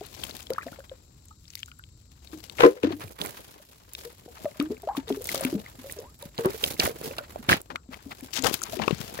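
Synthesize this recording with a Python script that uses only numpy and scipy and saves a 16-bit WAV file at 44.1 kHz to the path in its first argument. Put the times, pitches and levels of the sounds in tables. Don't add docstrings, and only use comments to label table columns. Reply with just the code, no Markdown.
import sys
import numpy as np
from scipy import signal
from scipy.fft import rfft, irfft, next_fast_len
from scipy.io import wavfile
from scipy.ndimage import uniform_filter1d

SR = 44100
rng = np.random.default_rng(int(sys.argv[2]) if len(sys.argv) > 2 else 0)


def boost_factor(decibels):
    exponent = np.asarray(decibels, float) / 20
    return 10 ** exponent


def inscribe(sig):
    pcm = np.round(np.clip(np.atleast_2d(sig).T, -1, 1) * 32767)
    wavfile.write(sys.argv[1], SR, pcm.astype(np.int16))


N = 405719

# (time [s], left lead [ms], left over right [dB])
BOTTLE_PLACE = [
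    (0, 0.058, 3),
    (2.702, 0.36, 4),
    (3.6, 0.1, 4),
    (6.5, -0.15, 0.5),
    (6.62, -0.63, -5),
    (7.25, -0.23, 1),
    (7.349, 0.44, -4.5),
    (8.4, -0.13, 10),
    (8.44, -0.27, 21),
]
# (time [s], left over right [dB])
HAND_PLACE = [(0, 14.5), (.5, 11.5), (.6, 7), (2.5, 13), (2.91, 9), (3, -2), (3.26, -5), (3.4, 3), (5.5, 6),
              (5.9, -1.5), (7.6, -1), (7.72, 13), (8.3, 3), (8.36, 33), (8.55, 13.5), (8.72, 7),
              (8.88, 18.5), (9.1, 6.5)]
PORT_GAP = 20


def evened(x):
    return x / np.sqrt(np.mean(x ** 2) + 1e-20)


def wander(length, size):
    noise = rng.standard_normal(length)
    return evened(uniform_filter1d(uniform_filter1d(noise, size=size), size=size))


def read(points, hz):
    f, value = np.transpose(points)
    return np.interp(np.log(hz + 1), np.log(f + 1), value)


def add(mix, s, sound):
    part = mix[:, max(round(s * SR), 0):][:, :sound.shape[1]]
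    part += sound[:, :part.shape[1]]


def sides(pan_db):
    pair = boost_factor(np.array([pan_db / 2, -pan_db / 2]))
    return pair / np.sqrt((pair ** 2).mean(0))


def glugs():
    out = np.zeros((2, N))
    when, leads, pans = np.transpose(BOTTLE_PLACE)
    tones = rings()
    snaps = uniform_filter1d(rng.standard_normal((len(tones), 2, 800)), size=5)
    shake = 0.039 * wander(N + SR, 300)
    flutter_db = 2.2 * wander(N + SR, 150)
    for (s, db, hz, t60, rise), snap in zip(tones, snaps):
        lead_ms, pan_db = np.interp(s, when, leads), np.interp(s, when, pans)
        delay = np.array([[-lead_ms], [lead_ms]]) / 2000
        t = np.maximum(np.arange(int(t60 * SR) + 800) / SR - delay - .0005, 0)
        drift = np.cumsum(shake[int(s * SR + hz):][:t.shape[1]]) / SR
        phase = 2 * np.pi * hz * (t + rise * t * t / 2 + drift)
        tone = np.sin(phase) + 0.046 * np.sin(2 * phase)
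        tone = tone * boost_factor(-60 * (t / max(t60, .01)) ** 1.25)
        tone = tone * boost_factor(flutter_db[int(s * SR + 2 * hz):][:t.shape[1]])
        tone[:, :800] += 0.27 * snap * np.exp(-t[:, :800] / 0.0018)
        onset = 1 - np.exp(-t / 0.00053)
        add(out, s - .0005, boost_factor(db) * onset * tone * sides(pan_db)[:, None])
    out = signal.sosfilt(signal.butter(2, 110, 'high', fs=SR, output='sos'), out)
    t = np.arange(6000) / SR
    wall = rng.standard_normal((2, 6000)) * boost_factor(-60 * t / 0.13)
    blur = signal.oaconvolve(out, wall / np.linalg.norm(wall[0]), axes=1)[:, :N]
    return out + boost_factor(-12.5) * blur


def rings():
    # (time [s], peak level [dB], pitch [Hz])
    bubbles = [(0.585, -24.5, 1495), (0.63, -32, 1570), (0.728, -34.5, 1340), (1.682, -38, 1380),
               (1.717, -38, 1280), (1.794, -34.5, 1550), (2.632, -38, 600), (2.634, -2.5, 423),
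               (2.653, -8.5, 319), (2.836, -11, 426), (3.599, -44.5, 524), (4.611, -27, 1180),
               (4.95, -28.5, 1000), (5.662, -27, 1950), (6.03, -40, 630), (6.447, -15.5, 422),
               (6.634, -22.5, 420), ]
    # (time [s], peak level [dB], pitch [Hz])
    plops = [(3.21, -27.5, 257), (4.261, -27.5, 344), (4.446, -18, 292), (5.103, -16, 614),
             (5.345, -15.5, 520), (6.257, -29, 167), (6.457, -7, 210), (6.795, -12.5, 382),
             (6.876, -12.5, 580), (7.013, -18.5, 430), (7.189, -19.5, 1410), (7.184, -18, 586),
             (7.359, -18.5, 590), (7.487, -12, 240), (7.506, -21, 195), (7.541, -14.5, 216),
             (7.757, -17.5, 1280), (8.512, -16.5, 330), (8.617, -20.5, 1340), (8.798, -15.5, 895),
             (8.881, -7.5, 1070), (8.878, -5.5, 400), (8.908, -7, 378), (9.19, -17.5, 454)]
    # (time [s], peak level [dB], pitch [Hz])
    sips = [(1.309, -54, 890), (1.308, -44, 1254), (4.278, -40.5, 470), (4.279, -44, 716), (4.39, -46, 644),
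            (4.455, -21, 567), (4.558, -47, 610), (4.833, -38, 694), (5.965, -41, 625), (6.226, -44.5, 883),
            (7.208, -35, 580), (7.717, -43, 253), (8.731, -29, 616), (8.767, -30.5, 364)]
    # (time [s], peak level [dB], pitch [Hz], time to fall 60 dB [s])
    belly = [(2.331, -35, 297, 0.19), (2.642, -13, 289, 0.14), (2.838, -15, 288, 0.083),
             (2.848, -14, 307, 0.056), (2.871, -20.5, 306, 0.083), (2.906, -20, 340, 0.037),
             (2.93, -30, 287, 0.19), (4.598, -19.5, 286.7, 0.18), (4.662, -36, 310, 0.11),
             (4.699, -32, 233, 0.14), (4.977, -20, 267, 0.062), (5.107, -20.5, 267, 0.11),
             (5.45, -19, 256.5, 0.12), (5.527, -21.5, 338, 0.077), (5.54, -25, 274, 0.092),
             (5.55, -21.5, 201, 0.11), (5.786, -38, 244, 0.098), (7.392, -30.5, 228, 0.062),
             (7.889, -35, 254, 0.08), (8.061, -34.5, 262, 0.087), (8.225, -34, 264, 0.099),
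             (8.387, -30.5, 264, 0.15), (8.793, -28, 215, 0.17), (8.926, -15.5, 162, 0.027),
             (9.003, -24.5, 145, 0.026)]
    # (time [s], peak level [dB], pitch [Hz], time to fall 60 dB [s])
    neck = [(.011, -33.5, 394, 0.078), (0.504, -20, 510, 0.089), (0.665, -33.5, 559, 0.07),
            (0.667, -34, 717, 0.064), (0.788, -34, 534, 0.057), (0.915, -34, 505, 0.073),
            (2.605, -14.5, 485, 0.09), (2.634, -12, 361, 0.18), (2.636, -8.5, 1024, 0.077),
            (2.659, -6.5, 480, 0.095), (2.634, -11, 448, 0.13), (2.647, -10, 474.8, 0.14),
            (4.05, -33.5, 470, 0.13), (4.705, -25.5, 334, 0.062), (4.713, -24, 413, 0.083),
            (4.833, -39, 400, 0.11), (4.888, -20.5, 813, 0.1), (5.075, -37.5, 444, 0.19),
            (5.103, -19.5, 400, 0.088), (5.17, -28.5, 394, 0.092), (5.36, -36, 515.3, 0.47),
            (5.843, -34.5, 540, 0.12), (5.965, -41.5, 407, 0.21), (5.986, -38.5, 525, 0.18),
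            (6.227, -41.5, 550, 0.14), (6.392, -26, 444, 0.17), (6.452, -17, 367, 0.12),
            (6.894, -27.5, 461, 0.084), (7.039, -31.5, 448, 0.18), (8.45, -22, 488, 0.084)]
    # (time [s], peak level [dB], pitch [Hz], time to fall 60 dB [s], pitch rise [share per s])
    chirps = [(.52, -38, 1290, 0.023, 18), (6.04, -47, 780, 0.17, 10.5), (.561, -36, 1670, 0.017, 1),
              (.582, -18, 1167, 0.026, 42), (.611, -35.5, 1830, 0.038, 8), (.621, -35, 2440, .015, 14),
              (.659, -35.5, 260, .07, 0.5), (6.65, -30, 630, 0.037, 1), (6.544, -29.5, 435, 0.05, 7),
              (0.804, -37, 1550, 0.01, 3), (3.04, -34.5, 116, 0.28, -5.5), (.917, -47, 1670, .02, 3),
              (.011, -30.5, 636, 0.027, 15), (2.766, -35.5, 520, 0.11, -3), (2.848, -35.5, 96.4, 0.59, 0),
              (2.914, -32, 674, 0.027, -5), (4.873, -22, 568, 0.076, 31), (4.888, -33, 897, 0.13, 4.5),
              (4.965, -34, 945, 0.046, -34), (4.988, -44, 843, .1, 2.5), (5.208, -33, 468, 0.062, 7),
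              (5.348, -28, 1140, 0.021, 34), (5.408, -28, 633, 0.037, 2), (5.545, -36, 520, 0.05, 18),
              (5.56, -32.5, 454, .1, 0), (5.99, -34.5, 449, 0.11, 12.5), (6.393, -46, 1430, .03, 12),
              (6.96, -29.5, 468, 0.023, 6), (7.108, -29.5, 520, .05, 5)]
    tones = list(chirps)
    for rows, cycles, rise_per_s in [(bubbles, 20.5, 19), (plops, 2.8, 13), (sips, 42.6, 0.35)]:
        tones += [(s, db, hz, cycles / hz, rise_per_s) for s, db, hz in rows]
    tones += [(*row, 0.97) for row in belly]
    tones += [(*row, 0.98) for row in neck]
    return tones


def rough_bursts():
    # (time [s], hold [s], level [dB], top frequency [Hz])
    surges = [(2.585, 0.015, -32.5, 2230), (2.599, 0.014, -20, 2200), (2.629, 0.026, -17.5, 1670),
              (2.763, .01, -48.5, 2290), (2.829, 0.0042, -33, 2700), (2.89, 0.0064, -42, 2510),
              (7.488, 0.05, -22, 3490), (4.599, 0.0076, -36.5, 2640), (5.102, 0.0084, -43, 1870),
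              (6.385, 0.0097, -42, 2600), (6.445, 0.013, -28, 1280), (6.537, 0.01, -51, 2980),
              (8.442, 0.029, -25.5, 1500), (8.366, 0.009, -29.5, 2160)]
    low_hz, fall_db_per_s = 520, 551
    out, t = np.zeros((2, N)), np.arange(6000) / SR
    when, _, pans = np.transpose(BOTTLE_PLACE)
    noises = rng.standard_normal((len(surges), 4, 6000))
    for (s, hold, db, top_hz), (a, b, c, lumps) in zip(surges, noises):
        lumps = boost_factor(4.7 * evened(uniform_filter1d(lumps, size=120)))
        band = signal.butter(2, [low_hz, top_hz], 'band', fs=SR, output='sos')
        body = evened(signal.sosfilt(band, np.array([a + 1.3 * c, b - 1.1 * c]) * lumps))
        shape = np.minimum(t / 0.0043, 1) * boost_factor(db - fall_db_per_s * np.maximum(t - hold, 0))
        add(out, s, body * shape * sides(np.interp(s, when, pans))[:, None])
    return out


def ticks():
    # (time [s], peak level [dB], ring
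    # [Hz])
    light_ticks = [(0.067, -45.5, 4150), (0.237, -29, 3120), (0.3683, -38, 3880), (0.406, -38.5, 3120),
                   (0.504, -36, 3000), (0.5354, -33, 5300), (0.5874, -47, 1900), (0.668, -44, 3820),
                   (0.896, -44.5, 3200), (1.481, -46, 5200), (1.5041, -39, 5340), (1.554, -28.5, 4860),
                   (1.579, -49, 4070), (1.6316, -33, 3120), (1.66, -45, 6750), (1.716, -45.5, 2850),
                   (1.7884, -53, 7500), (1.839, -47.5, 3140), (2.274, -45.5, 3850), (5.898, -40, 2070),
                   (8.542, -26, 4530), (8.637, -20.5, 6840), (8.88, -19.5, 2740), (8.91, -24, 2920),
                   (9.191, -35, 1860)]
    # (time [s], peak level [dB], ring [Hz])
    nails = [(2.4981, -33, 3640), (2.5852, -32, 2320), (2.6054, -20, 2110), (2.8334, -32, 2370),
             (3.2154, -22.5, 3530), (3.2603, -36, 2210), (3.951, -30.5, 3620), (4.601, -25.5, 2980),
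             (5.244, -41, 11000), (5.291, -26, 1960), (5.3467, -19, 11200), (5.41, -25, 10000),
             (5.45, -26.5, 2740), (6.2264, -40.5, 3980), (6.38, -28.5, 3740), (6.64, -18.5, 3260),
             (6.799, -14.5, 4740), (6.804, -20, 2760), (7.1838, -26.5, 3520), (7.491, -32, 2950),
             (7.497, -18, 1500), (7.519, -23, 1530), (7.529, -15.5, 1680), (7.7594, -28.5, 2330),
             (7.943, -33.5, 2400), (8.3324, -35, 4660), (8.424, -25, 6900), (8.53, -32, 3130)]
    # (time [s], peak level [dB], ring [Hz])
    taps = [(0.0527, -30, 3900), (0.199, -27, 3640), (0.297, -28, 4410), (0.311, -24, 4120),
            (0.429, -28, 7310), (0.469, -25, 3610), (0.6833, -27, 1750), (1.285, -32, 7260),
            (1.455, -40, 3660), (1.536, -32, 3000), (1.5924, -30, 6290), (1.572, -39, 2020),
            (2.92, -28, 4160), (3.0799, -35, 2420), (3.189, -29, 3670), (4.456, -30, 1940),
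            (4.5153, -32, 1960), (4.6234, -38, 1500), (4.769, -35, 2340), (4.8198, -32.5, 4110),
            (4.974, -21.5, 3700), (5.082, -26.5, 3860), (5.125, -21, 3270), (5.599, -28, 3640),
            (5.9887, -24.5, 5700), (6.3664, -37, 3700), (6.4574, -35, 1560), (6.5172, -26, 2260),
            (6.684, -27, 2150), (6.7127, -30, 2160), (6.767, -30, 2180), (6.861, -17, 1990),
            (7.042, -24, 5030), (7.112, -25.5, 2420), (7.249, -36, 3800), (7.921, -35, 1840),
            (8.1195, -27.5, 2170), (8.208, -32.5, 2450), (8.336, -15, 4600), (8.379, -26, 4640),
            (8.5096, -28, 3110), (8.619, -15, 7200), (8.6847, -32, 3380), (8.7924, -19, 2520),
            (8.8204, -35, 2090), (8.837, -18.5, 2910), (8.983, -25, 5870), (9.0059, -32, 3890),
            (9.081, -29, 3990)]
    rows = [(*row, .15) for row in light_ticks] + [(*row, .35) for row in nails]
    rows += [(s, db - 14.5, hz, .2) for s, db, hz in taps]
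    out, t = np.zeros((2, N)), np.arange(900) / SR
    for (s, db, hz, share), snap in zip(rows, rng.standard_normal((len(rows), 2, 900))):
        pan_db = np.interp(s, *np.transpose(HAND_PLACE))
        ring = np.sin(2 * np.pi * hz * t) * np.exp(-t * hz / 1.52) * (1 - np.exp(-t * hz / 0.3))
        scatter = (t == 0) + 0.32 * snap[0] * np.exp(-t / 0.0017)
        ring = signal.fftconvolve(ring, scatter)[:len(t)]
        pair = np.array([ring, ring])
        pair[int(pan_db > 0)] = np.roll(ring, PORT_GAP)
        fade = np.exp(-t / 0.0011) + 0.061 * np.exp(-t / .006)
        snap = np.diff(uniform_filter1d(snap, size=3), prepend=0) * fade
        add(out, s - .0006, boost_factor(db + 10.5) * (pair + share * snap) * sides(pan_db)[:, None])
    return signal.sosfilt(signal.butter(2, 1000, 'high', fs=SR, output='sos'), out)


def rub():
    hiss_db, scrape_db, thump_db, pan_db = touch()
    near_left = np.clip(.5 + pan_db / 4, 0, 1)
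    wide = 0.4 + grip(55, 2.4, 0.003)
    wide = wide * boost_factor(2.1 * wander(N, 600))
    air = skin(wide + grip(120, 1.7, 0.00072), 13960, 30000, 0.51, near_left)
    hiss = skin(wide + grip(83, 0.91, 0.00083), 2600, 7000, 0.087, near_left)
    scrape = skin(wide + grip(46, 6.8, 0.0098), 760, 3900, 0.87, near_left)
    thump = skin(wide + grip(36, 3.5, 0.008), 55, 570, 1.1, near_left)
    air = boost_factor(hiss_db - 2.0 - 0.46 * pan_db) * air
    hiss = boost_factor(hiss_db - 5.5) * hiss
    froth_gain = boost_factor(np.minimum(scrape_db, -39) - 6.5)
    scrape = boost_factor(scrape_db - 0.4) * scrape + froth_gain * both_ports(froth(), near_left)
    thump = boost_factor(thump_db - 0.03) * thump
    treble = air * sides(pan_db - 9.0) + hiss * sides(pan_db + 2.0)
    return treble + scrape * sides(pan_db) + thump * sides(0.62 * pan_db)


def touch():
    # (start [s], hold [s], strength [dB], weight [dB])
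    grabs = [(0.502, 0.0023, -49, 11), (2.592, 0.072, -31.5, -2), (2.833, 0.003, -51, 18.5),
             (2.906, 0.019, -56.5, 12.5), (3.19, 0.06, -36.5, -1.5), (4.603, 0.0022, -47, 10.5),
             (4.962, 0.0068, -40.5, -3.5), (5.09, 0.073, -43, -5.5), (6.388, 0.0074, -36.5, 2.5),
             (6.434, 0.017, -43, 1), (6.796, 0.075, -28, -6.5), (7.492, 0.031, -28.5, 5.),
             (7.703, 0.0094, -53.5, 11), (7.915, 0.0054, -40, 2.5), (8.337, 0.055, -25.5, -20.5),
             (8.44, 0.031, -20.5, -9), (8.529, 0.0042, -21, -11), (8.798, 0.018, -39.5, 12.5)]
    # (middle [s], half length [s], strength [dB], weight [dB])
    slides = [(0.239, 0.35, -36.5, -10), (0.698, 0.49, -50.5, -4.5), (1.585, 0.17, -45, -32),
              (2.339, 0.12, -44, -8.5), (2.553, 0.46, -45.5, -9.5), (3.046, 0.27, -45, -1.5),
              (3.35, 0.57, -45, -7), (4.007, 0.21, -43.5, -9.5), (4.453, 0.54, -47, -8.5),
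              (4.97, 0.98, -58.5, 4), (5.322, 0.14, -29, -11), (5.433, 0.25, -37, -2.5),
              (5.9, 0.24, -43.5, -5), (6.524, 0.3, -39.5, -2.5), (6.667, 0.14, -30.5, -8),
              (7.063, 0.16, -36.5, -2), (7.367, 1, -53.5, 2), (8.121, 0.023, -44.5, 1),
              (8.643, 0.57, -38, -6), (9.03, 1, -41.5, -5)]
    # (start [s], length [s])
    lifts = [
        (3.134, 0.067),
        (6.296, 0.089),
        (7.772, 0.16),
        (8.397, 0.021),
    ]
    grab_db_per_s, let_go_db_per_s = 1896, 349
    slide_depth_db, lift_db = 20, -8.5
    t = np.arange(0, N / SR, 1 / 500)
    levels, weights = [-66 + 0 * t], [-44]
    for s, hold, db, weight_db in grabs:
        before, after = np.maximum(s - t, 0), np.maximum(t - s - hold, 0)
        levels.append(db - grab_db_per_s * before - let_go_db_per_s * after)
        weights.append(weight_db)
    for s, half, db, weight_db in slides:
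        levels.append(db - slide_depth_db * (abs(t - s) / half) ** 0.88)
        weights.append(weight_db)
    level_db, weight_db = np.array(levels), np.array(weights)[:, None]
    level_db = level_db + lift_db * sum((t > s) & (t < s + length) for s, length in lifts)
    layers = level_db, level_db + weight_db, level_db + weight_db + 1.5
    fine = np.arange(N) / SR
    curves = [np.interp(fine, t, 10 * np.log10((boost_factor(v) ** 2).sum(0))) for v in layers]
    return curves + [np.interp(fine, *np.transpose(HAND_PLACE))]


def grip(per_s, spread_db, slip_s):
    slips = boost_factor(spread_db * np.minimum(rng.exponential(1, N), 2)) * (rng.random(N) < per_s / SR)
    return signal.lfilter([1], [1, -np.exp(-1 / (SR * slip_s))], slips)


def skin(pressure, lo_hz, hi_hz, through, near_left):
    # (frequency [Hz], level [dB per Hz])
    casing = [(40, -13), (140, -6), (450, -8), (1000, -1), (2100, -7.5), (2900, -9.5), (3900, -10),
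              (5800, -11), (7000, -10.5), (8700, -14.5), (11000, -14.5), (16000, -22)]
    left, right, common = rng.standard_normal((3, N)) * pressure
    size = next_fast_len(N)
    hz = np.fft.rfftfreq(size, 1 / SR) + 1
    shape = boost_factor(read(casing, hz)) / np.sqrt((1 + (lo_hz / hz) ** 6) * (1 + (hz / hi_hz) ** 6))
    mix = np.array([left, right]) + through * both_ports(common, near_left)
    return evened(irfft(rfft(mix, size) * shape, size)[:, :N])


def both_ports(common, near_left):
    late = np.roll(common, PORT_GAP)
    return np.array([near_left * common + (1 - near_left) * late, near_left * late + (1 - near_left) * common])


def froth():
    out, t = np.zeros(N), np.arange(1500) / SR
    which = rng.integers(0, 16, N)
    bursts = rng.random(N) < 130 / SR
    size = boost_factor(3 * np.minimum(rng.exponential(1, N), 3)) * bursts
    for k, hz in enumerate(np.geomspace(300, 1500, num=16)):
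        tone = np.sin(2 * np.pi * hz * (t + 7 * t * t)) * np.exp(-t * hz / 9) * (1 - np.exp(-t / 0.00022))
        out += signal.oaconvolve(size * (which == k), tone)[:N]
    return evened(out)


def crackles():
    # (time [s], peak level [dB])
    pops = [(0.065, -28), (0.24, -17), (0.367, -23.5), (0.405, -31), (0.4284, -30), (0.5043, -22),
            (0.5346, -26), (0.583, -29), (1.256, -36), (1.554, -20.5), (1.6611, -33), (1.7904, -34),
            (2.6675, -26.5), (3.008, -35.5), (3.081, -33.5), (3.189, -28.5), (3.2081, -35), (3.261, -16.5),
            (3.292, -30.5), (3.935, -21), (4.126, -40), (4.4386, -30.5), (4.6258, -24), (4.821, -30),
            (4.9741, -32), (5.0998, -32), (5.221, -20), (5.243, -17.5), (5.272, -14), (5.317, -21),
            (5.346, -32), (5.4086, -25), (5.4509, -12), (5.8137, -39), (5.9239, -16), (6.1907, -31.5),
            (6.2246, -23.5), (6.388, -30.5), (6.4588, -17.5), (6.6243, -25), (6.6388, -26), (6.802, -14.5),
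            (7.0145, -35), (7.0364, -29), (7.1606, -55), (7.1864, -23), (7.4949, -23), (7.523, -18),
            (7.6164, -23), (8.11, -32), (8.209, -27), (8.3335, -36), (8.3409, -16), (8.423, -25),
            (8.5305, -27), (8.542, -8), (8.6328, -16), (9.141, -22)]
    out, t = np.zeros((2, N)), np.arange(500) / SR
    for (s, db), snap in zip(pops, rng.standard_normal((len(pops), 2, 500))):
        pan_db = .4 * np.interp(s, *np.transpose(HAND_PLACE)) - 4
        add(out, s - .0003, boost_factor(db - 3.0) * snap * np.exp(-t / 0.001) * sides(pan_db)[:, None])
    return signal.sosfilt(signal.butter(3, 7500, 'high', fs=SR, output='sos'), out)


def slosh():
    start_s, rise_s, ebb_s, level_db = 8.64, 0.24, 8.95, -47.5
    t = np.arange(N) / SR
    band = signal.butter(3, [1000, 5200], 'band', fs=SR, output='sos')
    wash = evened(signal.sosfilt(band, rng.standard_normal((2, N))))
    swell = np.clip((t - start_s) / rise_s, 0, 1) * boost_factor(-30 * np.maximum(t - ebb_s, 0))
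    return boost_factor(level_db) * swell * wash * sides(14.0)[:, None]


def room():
    # (frequency [Hz], level [dB per Hz])
    colour = [(25, -48), (59, 5.5), (149, -7.5), (195, -13.5), (277, -15), (600, -33), (1400, -34),
              (3100, -72), (3800, -26.5), (6800, -30.5), (7550, -18.5), (8300, -39), (9000, -44.5),
              (16000, -49.5)]
    # (frequency [Hz], likeness [0 to 1])
    likeness = [(60, 0.99), (240, 0.94), (950, 0.62), (3770, 0.0017), (15000, 0.032)]
    # (frequency [Hz], left over right [dB])
    balance = [(60, 0.5), (180, 3), (550, 1), (1650, -2.5), (4970, 19.5), (15000, -8.5)]
    frames, hz = N // 512 + 5, np.fft.rfftfreq(2048, 1 / SR)
    a, b, c, d, patches = rng.standard_normal((frames, 1025, 5)).T
    patches = evened(uniform_filter1d(uniform_filter1d(patches, size=20, axis=0), size=8, axis=1))
    same = np.clip(read(likeness, hz), -1, 1)[:, None]
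    left, other = a + 1j * b, c + 1j * d
    z = np.array([left, same * left + np.sqrt(1 - same ** 2) * other])
    z *= boost_factor(read(colour, hz)[:, None] + 0.43 * patches) * sides(read(balance, hz))[:, :, None]
    return boost_factor(-53.5) * evened(signal.istft(z, nperseg=2048, noverlap=1536)[1][:, :N])


def ducking(near):
    power_db = 10 * np.log10(abs(uniform_filter1d((near ** 2).mean(0), size=2000)) + 1e-12)
    fall = np.arange(N) * 7.1 / SR
    held_db = np.maximum.accumulate(power_db + fall) - fall
    over_db = np.maximum(held_db + 22.5, 0)
    return boost_factor(-.7 * uniform_filter1d(over_db, size=400))


def scene():
    far = room()
    near = glugs() + rough_bursts() + ticks() + rub() + crackles() + slosh()
    return near + ducking(near) * far


def roll_off(x):
    return signal.sosfilt(signal.butter(12, 16990, fs=SR, output="sos"), x)


def record(dry):
    held = .98 * np.tanh(dry / .98)
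    low_pass = signal.firwin(255, 15900, window=("kaiser", 5), fs=SR)
    cut = signal.oaconvolve(held, low_pass[None], "same")
    return roll_off(cut)


dry = scene()
out = record(dry)
inscribe(out)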